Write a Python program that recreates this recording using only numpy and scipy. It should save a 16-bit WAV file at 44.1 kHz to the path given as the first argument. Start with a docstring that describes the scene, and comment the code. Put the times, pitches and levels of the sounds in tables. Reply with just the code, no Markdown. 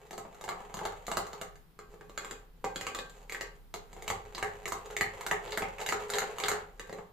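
"""A steel spoon stirs thick batter in a glass bowl on a stone counter, close to the microphone.
Each knock is a tick, clink, clack and thud that strikes the damped modes of the bowl; between knocks
the sliding edge rasps in clumps of tiny contacts. The small hard kitchen answers with first echoes
and a decaying tail, over a wavering low rumble and a faint hiss."""
import sys
import numpy as np
from scipy import signal
from scipy.fft import rfft, irfft, next_fast_len
from scipy.io import wavfile
from scipy.ndimage import uniform_filter1d, map_coordinates

SR = 44100
rng = np.random.default_rng(int(sys.argv[2]) if len(sys.argv) > 2 else 0)


def pcm_store(signal):
    """Save signal as 16-bit PCM."""
    levels = np.round(np.clip(np.atleast_2d(signal), -1, 1) * 32767)
    wavfile.write(sys.argv[1], SR, levels.astype(np.int16).T)


def to_linear_factor(level_db):
    """Convert decibel levels (scalar or array-like) to linear amplitude factors."""
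    exponent = np.asarray(level_db, float) / 20
    return 10 ** exponent


N = 313992  # samples, about 7.12 s


def unit(x):
    """Scaled to rms 1."""
    return x / np.sqrt(np.mean(x ** 2) + 1e-20)


def along(points, hz):
    """(frequency [Hz], value) points read on a log frequency axis."""
    f, v = np.transpose(points)
    return np.interp(np.log(hz + 1), np.log(f + 1), v)


def curves(rows):
    """One value per sample for each column after the time."""
    s, *columns = np.transpose(rows)
    return [np.interp(np.arange(N) / SR, s, column) for column in columns]


def wander(step):
    """Smooth random curve through one normal draw every step samples."""
    return map_coordinates(rng.standard_normal(N // step + 4), [np.arange(N) / step])


def filtered(x, response):
    """x passed through a complex response of frequency."""
    n = x.shape[-1]
    m = next_fast_len(n + 8192)  # room for the filter to ring out
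    return irfft(rfft(x, m) * response(np.fft.rfftfreq(m, 1 / SR)), m)[..., :n]


def peak(f, hz, width_hz):
    """A causal resonance of top gain 1."""
    return 1j * f * width_hz / (hz * hz - f * f + 1j * f * width_hz)


def spread(pair, alike):
    """Two unrelated noises mixed into left and right of the given likeness."""
    def turn(hz):
        return np.arccos(np.clip(along(alike, hz), -1, 1)) / 2
    mid = filtered(pair[0], lambda hz: np.cos(turn(hz)))
    side = filtered(pair[1], lambda hz: np.sin(turn(hz)))
    return np.array([mid + side, mid - side])


# how loud the building rumbles at the microphone, before its waver: (time [s], level [dB])
RUMBLE_LEVEL = [(0, -69), (.9, -54.5), (1.7, -60.5), (2.1, -57), (3.5, -55), (5.5, -54), (6.4, -59),
                (6.8, -53), (7.12, -70)]
# relative spectrum of the rumble: (frequency [Hz], level [dB])
RUMBLE_SPECTRUM = [(20, -62), (28, -47), (36, 10.5), (48, -26), (56, -22), (64, -63)]
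# relative spectrum of the hiss of room and microphone: (frequency [Hz], level [dB])
AIR_SPECTRUM = [(30, 7.5), (60, 3.5), (97, -10), (130, 2.5), (170, 5), (210, -7.5), (400, -11), (1000, -15),
                (3500, -27), (7000, -40), (9500, -39), (12000, -36.5), (15000, -33.5), (16400, -79)]
# how alike the hiss is in both ports: (frequency [Hz], left-right likeness [0-1])
AIR_ALIKE = [(100, 0.78), (400, 0.67), (1000, 0.13), (5000, 0.057)]


def background():
    """Low noise of the building, wavering in level, and the broadband hiss of room and microphone."""
    waver_db, air_db = 1, -60.5
    shared = rng.standard_normal(N)
    rumble = shared + 0.39 * rng.standard_normal((2, N))
    rumble = unit(filtered(rumble, lambda f: to_linear_factor(along(RUMBLE_SPECTRUM, f))))
    rumble = rumble / (uniform_filter1d(np.abs(rumble), SR // 12) + 0.11)  # evens out its swells
    air = spread(rng.standard_normal((2, N)), AIR_ALIKE)
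    air = filtered(air, lambda f: to_linear_factor(along(AIR_SPECTRUM, f)))
    level_db = curves(RUMBLE_LEVEL)[0] + waver_db * wander(6000)
    return to_linear_factor(level_db) * unit(rumble) + to_linear_factor(air_db) * unit(air)


# strokes of the spoon edge along the glass: (time [s], length [s], rasp level [dB])
STROKES = [(0.0, 0.02, -58), (0.31, 0.35, -61), (0.803, 0.17, -55.5), (0.96, 0.18, -66), (1.2, 0.19, -56.5),
           (1.925, 0.28, -70), (2.186, 0.15, -59), (2.817, .14, -56), (3.015, 0.21, -61.5),
           (3.346, 0.12, -61), (3.96, 0.099, -59), (4.163, 0.16, -64.5), (4.302, 0.32, -55),
           (4.667, 0.19, -54.5), (4.903, 0.1, -57.5), (5.182, 0.087, -50), (5.513, 0.14, -45.5),
           (5.81, 0.18, -50), (5.963, 0.037, -49.5), (6.173, 0.04, -40), (6.46, 0.055, -42.5),
           (6.897, 0.08, -59.5)]


def pressure():
    """Gain of the sliding edge: every stroke leans in, holds and eases off."""
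    press_db_per_s, lift_db_per_s = 104, 138
    t = np.arange(0, N + 64, 64) / SR
    s, length, db = (c[:, None] for c in np.transpose(STROKES))
    early, late = np.maximum(s - t, 0), np.maximum(t - s - length, 0)
    shape_db = db - press_db_per_s * early - lift_db_per_s * late
    gain = np.sqrt(np.sum(to_linear_factor(shape_db) ** 2, axis=0))
    return np.interp(np.arange(N) / SR, t, gain)


# place of the spoon, and how much it rocks the bowl on the counter:
# (time [s], height [0 bottom under the batter - 1 bare wall], rocking level [dB])
SPOON = [(0, 0.08, -4), (1.1, 0.21, -13.5), (1.6, 0.11, -4.5), (1.75, 0.75, 5), (2.4, 0.9, -10),
         (3.15, 0.86, -7), (3.25, 0.82, 2), (3.9, 0.29, -8.5), (4.0, 0.18, -1), (5.3, 0.02, -2.5),
         (6.7, 0.031, -4.5), (6.78, 0.76, 2), (7.12, 0.077, -10)]
# modes of the bowl on its counter, the first six rocking it:
# (frequency [Hz], t60 [s], level struck at the bottom [dB], level struck on the wall [dB])
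BOWL = [(99.7, 0.11, -19, -15), (169.6, 0.11, -16.5, -14), (355.7, 0.29, -24.5, -25),
        (417, 0.26, -11.5, -14.5), (481, 0.11, -20.5, -3.5), (553, 0.064, -21.5, -7),
        (787.4, 0.15, -12, -24.5), (793, 0.095, -35, -5), (1142, 0.15, -22, -13.5),
        (1272, 0.12, -19.5, -22), (1577, 0.27, -41.5, -17), (1740, 0.025, -11.5, -10.5),
        (1975, 0.13, -25, -31), (2130, 0.019, -7, -10.5), (2493, 0.14, -67, -9.5),
        (2864, 0.031, -11.5, -12), (3330, 0.17, -69, -18), (7050, 0.13, -36, -48), (7280, 0.02, -40, 5)]
# relative body of the rasp: (frequency [Hz], level [dB])
RASP_BODY = [(250, -28), (450, 8), (620, 6.5), (800, 7), (1300, -4), (2100, -4.5), (3000, -8.5),
             (4500, -34), (6000, -78)]
# relative treble of a contact, for rasp and knocks alike: (frequency [Hz], level [dB])
TICK = [(4000, -45), (5300, -18), (5900, -9.5), (6760, 2.5), (7890, -3.5), (9960, -19), (11500, -10.5),
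        (13500, -17), (15000, -20.5), (16000, -42)]


def drag():
    """Clumps of tiny contacts as the spoon edge slides; they shake the bowl, and rock it on the counter."""
    contacts_per_s = 220
    rocking_db = -8.5  # against the rasp
    edge_db, edge_wall_db = -19.5, 6.5  # bright scratch against the rasp, and its gain on the bare wall
    high, rock_db = curves(SPOON)
    clump = wander(800)
    chance, size, sign = rng.random((3, N))
    size_db = 5 * np.tanh(clump) - 3.0 * np.log(size + .04)
    grit = (chance < contacts_per_s / SR) * to_linear_factor(size_db) * np.sign(sign - .5)
    shake = unit(grit) + 0.073 * rng.standard_normal(N)

    def modes(f, rows):
        return sum(to_linear_factor(db) * peak(f, hz, 4 / t60) for hz, t60, db, _ in rows)

    def body(f):
        return to_linear_factor(along(RASP_BODY, f)) * (1 + 6 * modes(f, BOWL[6:10]))

    def edge(f):
        return to_linear_factor(along(TICK, f)) + 0.57 * peak(f, 3830, 1760) ** 2

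    glass = unit(filtered(shake, body))
    rocking = to_linear_factor(rocking_db + rock_db) * unit(filtered(shake, lambda f: modes(f, BOWL[:6])))
    scratch = to_linear_factor(edge_db + edge_wall_db * high) * unit(filtered(grit, edge))
    return pressure() * (glass + rocking + scratch)


# spoon meets glass: (time [s], clack peak level [dB], thud over the clack [dB],
# sharpness over the clack [dB], clack pitch [Hz])
KNOCKS = [(0.0675, -53, -10, -8, 1120), (0.1089, -40.5, 4.5, -4, 1900), (0.1309, -40.5, 5.5, -5.5, 1030),
          (.179, -36.5, 7.5, -4, 1280), (0.2508, -47.5, 13, -35, 1220), (0.346, -46, 1, -9.5, 1290),
          (.411, -45, 10, -2, 1270), (0.4401, -38.5, 5, -4.5, 1190), (0.4791, -36.5, 8, -14, 1270),
          (0.4898, -27.5, -1.5, -8, 1190), (0.5178, -36, 2.5, -34, 1240), (.6034, -41.5, 3, -17, 990),
          (.697, -43, 2, -18, 1150), (.7412, -35.5, 4, -2.5, 1070), (.7701, -36.5, 4.5, -6, 1000),
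          (0.7906, -35, -3, -9, 1395), (.8144, -48.5, 21.5, -10, 1250), (0.8526, -26.5, 2.5, -7.5, 1360),
          (0.9219, -39, 2, -10, 1230), (1.0672, -38.5, -8.5, 1.3, 1980), (1.081, -29.5, 2, -12, 1160),
          (1.1156, -26.5, -1, -6.5, 1100), (1.1705, -25, 4.1, -3, 1320), (1.1965, -45, 15, -18, 1240),
          (1.2679, -41, -24, -4, 1100), (1.3313, -37.5, 1.5, -5.5, 1260), (1.4138, -31.5, 1.5, -6, 1275),
          (1.5561, -51, -1, -4.5, 1580), (1.7902, -38.5, -6.5, -9.5, 1200), (1.9389, -52.5, 5, -21, 1140),
          (2.0099, -43.5, -0.5, -12.5, 1610), (2.096, -47, 1.5, -5, 1180),
          (2.1765, -28.5, -6.5, -5.5, 1450), (2.247, -33, -10, -9, 1160), (2.3105, -34.5, -2, -5, 1450),
          (2.6423, -30.5, 3, -12.5, 1020), (2.6468, -33, 1, -5, 1970), (2.7592, -31, -1, -1.5, 1460),
          (2.8108, -30, -7, -6, 2000), (2.8674, -26.5, -5.5, -8, 2400), (2.9482, -29.5, -8, -4.5, 1140),
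          (2.9885, -28.5, -7, -10.5, 3740), (3.097, -54.5, -7, 3.5, 3880), (3.2963, -36, -14, -5, 2150),
          (3.3224, -31.5, -10.5, -4.5, 2060), (3.3473, -25.5, -21.5, -16, 1850),
          (3.4101, -27, -8.5, -7, 1850), (3.7404, -36.5, 6.8, 1, 1264), (3.93, -52, 10, 2.5, 2130),
          (3.9647, -52, 15.5, -7, 1160), (4.0228, -43, 1.5, 0, 2130), (4.0789, -25, -7, -7, 2270),
          (4.1018, -23, -2, -8, 1120), (4.349, -30.5, -9.5, -12.5, 4220), (4.3805, -30.5, -10, -9, 1040),
          (4.4269, -20.5, -8, -14.5, 1710), (4.6562, -31.5, -1.5, -6, 2030),
          (4.6792, -31.5, -8.5, -5, 1110), (4.7212, -24, -3.5, -9.5, 1070), (4.86, -47.5, -2, -3, 1260),
          (4.908, -42.5, -11, -5.5, 1330), (4.966, -26.5, -8, -6, 2130), (5.01, -15.5, -7, -13.5, 1920),
          (5.1474, -49, -3, -9, 2160), (5.17, -50.5, 5.5, -10, 1210), (5.2097, -32, -14, -10, 980),
          (5.265, -26.5, -6, -6, 1490), (5.3123, -17, -5, -16, 1905), (5.477, -39, 1.2, -17, 3620),
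          (5.5072, -41, -19.5, -5, 2990), (5.5218, -29, -23, -10.5, 3970), (5.5743, -22, -5, -10, 1480),
          (5.621, -24, 0.5, -17, 2130), (5.784, -31.5, -18, -18, 2300), (5.8046, -42.5, 5, 1.5, 1250),
          (5.8147, -29, -28, -9.5, 870), (5.863, -27, -12, -5.5, 1610), (5.889, -23.5, -4.5, -6, 1740),
          (5.924, -19.5, -7.5, -11, 1350), (6.084, -54, -15, 2, 1200), (6.101, -29.5, -9, -2.3, 1410),
          (6.1367, -26, -4.5, -7, 3700), (6.1544, -26.5, -15, -10, 1690), (6.1847, -23, -18, -4, 1430),
          (6.2198, -26, -3.5, -21, 1470), (6.3843, -31, -5, -6.5, 1150), (6.4007, -29.5, -6, -4, 2380),
          (6.4376, -19.5, -14.5, -17, 3670), (6.46, -28, -11, -10, 1540), (6.4838, -20.5, -6.5, -5, 1410),
          (6.5159, -23, -4, -10.5, 1440), (6.5336, -31, -12, -21, 1740), (6.796, -32.5, -6, -6, 1870),
          (6.895, -41.5, 7.5, -10.5, 1870), (6.9271, -38.5, 6, -7.5, 1900), (6.986, -39, 3.5, -22, 1040)]


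def knocks():
    """Columns of the knocks, with height on the glass; clink and tick both follow the sharpness."""
    tick_bottom_db, tick_wall_db = -2, -6  # against the sharpness, under the batter and on the bare wall
    s, db, thud_db, sharp_db, clack_hz = (c[:, None] for c in np.transpose(KNOCKS))
    high = np.clip(np.interp(s, *np.transpose(SPOON)[:2]), 0, 1)
    tick_db = sharp_db + tick_bottom_db + high * (tick_wall_db - tick_bottom_db)
    return s, db, thud_db, sharp_db, tick_db, clack_hz, high


def burst(rise_s, t60_s, rough, response):
    """One short coloured push per knock, each of peak 1; rough 0 is a clean blow, 1 a gritty one."""
    t = np.arange(1536) / SR
    blow = t / rise_s * np.exp(1 - t / rise_s)
    grit = to_linear_factor(-60 * t / t60_s) * rng.standard_normal((len(KNOCKS), len(t)))
    x = filtered(blow + rough * grit, response)
    return x / np.abs(x).max(axis=1, keepdims=True)


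def contacts():
    """Each contact is a tick, a clink, a damped clack and a thud through the batter."""
    s, db, thud_db, clink_db, tick_db, clack_hz, high = knocks()
    thud_hz = 790 - 290 * high  # the thick bottom sounds higher than the wall

    def clack_colour(f):
        return peak(f, clack_hz, .3 * clack_hz) ** 2 + .3 * peak(f, 1200, 1300) ** 2

    def thud_colour(f):
        return peak(f, thud_hz, 379) ** 2 + 0.45 * peak(f, 830, 290) ** 2

    tick = burst(.000012, 0.03, 0.96, lambda f: to_linear_factor(along(TICK, f)))
    clink = burst(.00004, .012, .3, lambda f: peak(f, 3900, 1900) ** 2)
    clack = burst(.00007, .018, .2, clack_colour)
    thud = burst(0.00036, 0.038, 1.0, thud_colour)
    return to_linear_factor(db) * (clack + to_linear_factor(clink_db) * clink + to_linear_factor(tick_db) * tick + to_linear_factor(thud_db) * thud)


def rings():
    """The bowl's modes after each contact, unsteady because batter and hand keep shifting on the glass."""
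    s, db, thud_db, clink_db, tick_db, clack_hz, high = knocks()
    when, _, rock_db = np.transpose(SPOON)
    hz, t60, bottom_db, wall_db = np.transpose(BOWL)
    # low modes follow the weight of the blow, high ones its sharpness
    weight = 1 / (1 + (hz / 900) ** 4)
    sharp = 1 / (1 + (5200 / hz) ** 8)
    bright = 1 / (1 + (2700 / hz) ** 8) - sharp
    force_db = db + thud_db * weight + clink_db * bright + tick_db * sharp
    # modes near the clack's pitch get an extra push
    force_db = force_db + 5 * np.exp(-(np.log(hz / clack_hz) / 0.013) ** 2)
    # rocking reaches the lowest mode and those around 260-560 Hz
    rocked = 1 / (1 + (hz / 560) ** 8) / (1 + (260 / hz) ** 8) + 1 / (1 + (hz / 130) ** 8)
    force_db = force_db + np.interp(s, when, rock_db) * rocked
    # the exact spot struck varies each mode's level and sign
    spot = rng.standard_normal((len(s), 2, len(hz)))
    mode_db = bottom_db + high * (wall_db - bottom_db) + 2.5 * spot[:, 0]
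    strength = to_linear_factor(force_db + mode_db) * np.sign(spot[:, 1])
    blows = np.zeros((len(hz), N))
    blows[:, np.round(s[:, 0] * SR).astype(int)] = strength.T
    t = np.arange(SR // 3) / SR
    decay = to_linear_factor(-60 * t / t60[:, None])
    modes = decay * np.sin(2 * np.pi * hz[:, None] * t) * (1 - np.exp(-t / 0.00024))
    knots = rng.standard_normal((len(hz), N // 600 + 2))
    flutter = np.array([np.interp(np.arange(N) / 600, np.arange(len(k)), k) for k in knots])
    ringing = signal.oaconvolve(blows, modes, axes=1)[:, :N]
    return np.sum(ringing * (1 + 0.38 * flutter), axis=0)


# nearest surfaces (counter, tiles, cupboards): (delay [s], left level [dB], right level [dB])
NEAR = [(.0031, -69, -4.5), (.0058, -9.5, -17), (.0092, -7, -17), (.0135, -41, -26.5), (.0195, -12, -10),
        (.027, -25.5, -21.5)]


def near(x):
    """The direct sound, one sample sooner at the right port, and first echoes differing from port to port."""
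    def arrive(f, s, db):
        return to_linear_factor(db)[:, None] * np.exp(-2j * np.pi * f * np.array(s)[:, None])

    def paths(f):
        total = arrive(f, [1 / SR, 0], [-.6, .4])
        for k, (s, *db) in enumerate(NEAR):
            # the left arrival is alternately later and earlier by 0.07 ms
            total = total + arrive(f, [s + .00007 * (-1) ** k, s], db)
        return total

    return filtered(x, paths)


# how long the kitchen rings on: (frequency [Hz], t60 [s])
KITCHEN = [(100, 0.66), (260, 0.28), (700, 0.46), (1840, 0.35), (4850, 0.29), (12800, 0.17)]
# how alike its tail is in both ports: (frequency [Hz], left-right likeness [0-1])
ECHO_ALIKE = [(150, 1), (400, 0.97), (700, 0.048), (2000, 0.055), (6000, 0.014)]


def kitchen(x):
    """Hard walls answer 4 ms late; each frequency dies at its own speed, and every call hears a new tail."""
    hz, t, z = signal.stft(rng.standard_normal((2, SR // 2)), SR, nperseg=256)
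    decay = to_linear_factor(-60 * t / along(KITCHEN, hz)[:, None])
    tail = signal.istft(z * decay, SR, nperseg=256)[1]
    onset = 1 - np.exp(-np.arange(tail.shape[1]) / (0.00054 * SR))
    tail = spread(tail, ECHO_ALIKE) * onset
    late = np.pad(x, (round(.004 * SR), 0))
    return signal.fftconvolve(late[None], tail / np.linalg.norm(tail[0]), axes=1)[:, :N]


def scene():
    """Sound from the bowl plus the kitchen; contacts take turns among several tails as the spoon moves."""
    turns = np.zeros((5, N + SR))
    for k, (knock, sound) in enumerate(zip(KNOCKS, contacts())):
        start = round(knock[0] * SR)
        turns[k % len(turns), start:start + len(sound)] += sound
    parts = [*turns[:, :N], drag()]
    bowl = rings()
    room = to_linear_factor(-1.0) * sum(kitchen(x) for x in parts) + to_linear_factor(-2.5) * kitchen(bowl)
    return near(sum(parts) + bowl) + room + background()


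def roll_off(x):
    """The treble ends steeply here."""
    return signal.sosfilt(signal.butter(12, 16480, fs=SR, output="sos"), x)


# colour of the microphone in its housing: (frequency [Hz], level [dB])
MIC = [(200, -1), (250, 4), (310, -2), (420, 3.5), (620, -5), (1000, 0), (2150, 1), (2400, 0), (3000, 2.5),
       (5200, 6.5), (6500, 5), (15000, 9.5), (15800, -27), (16500, -36)]


def record(dry):
    """The close microphone in its housing colours everything it hears."""
    heard = filtered(dry, lambda f: to_linear_factor(along(MIC, f)))
    return roll_off(heard)


dry = scene()
out = record(dry)
pcm_store(out)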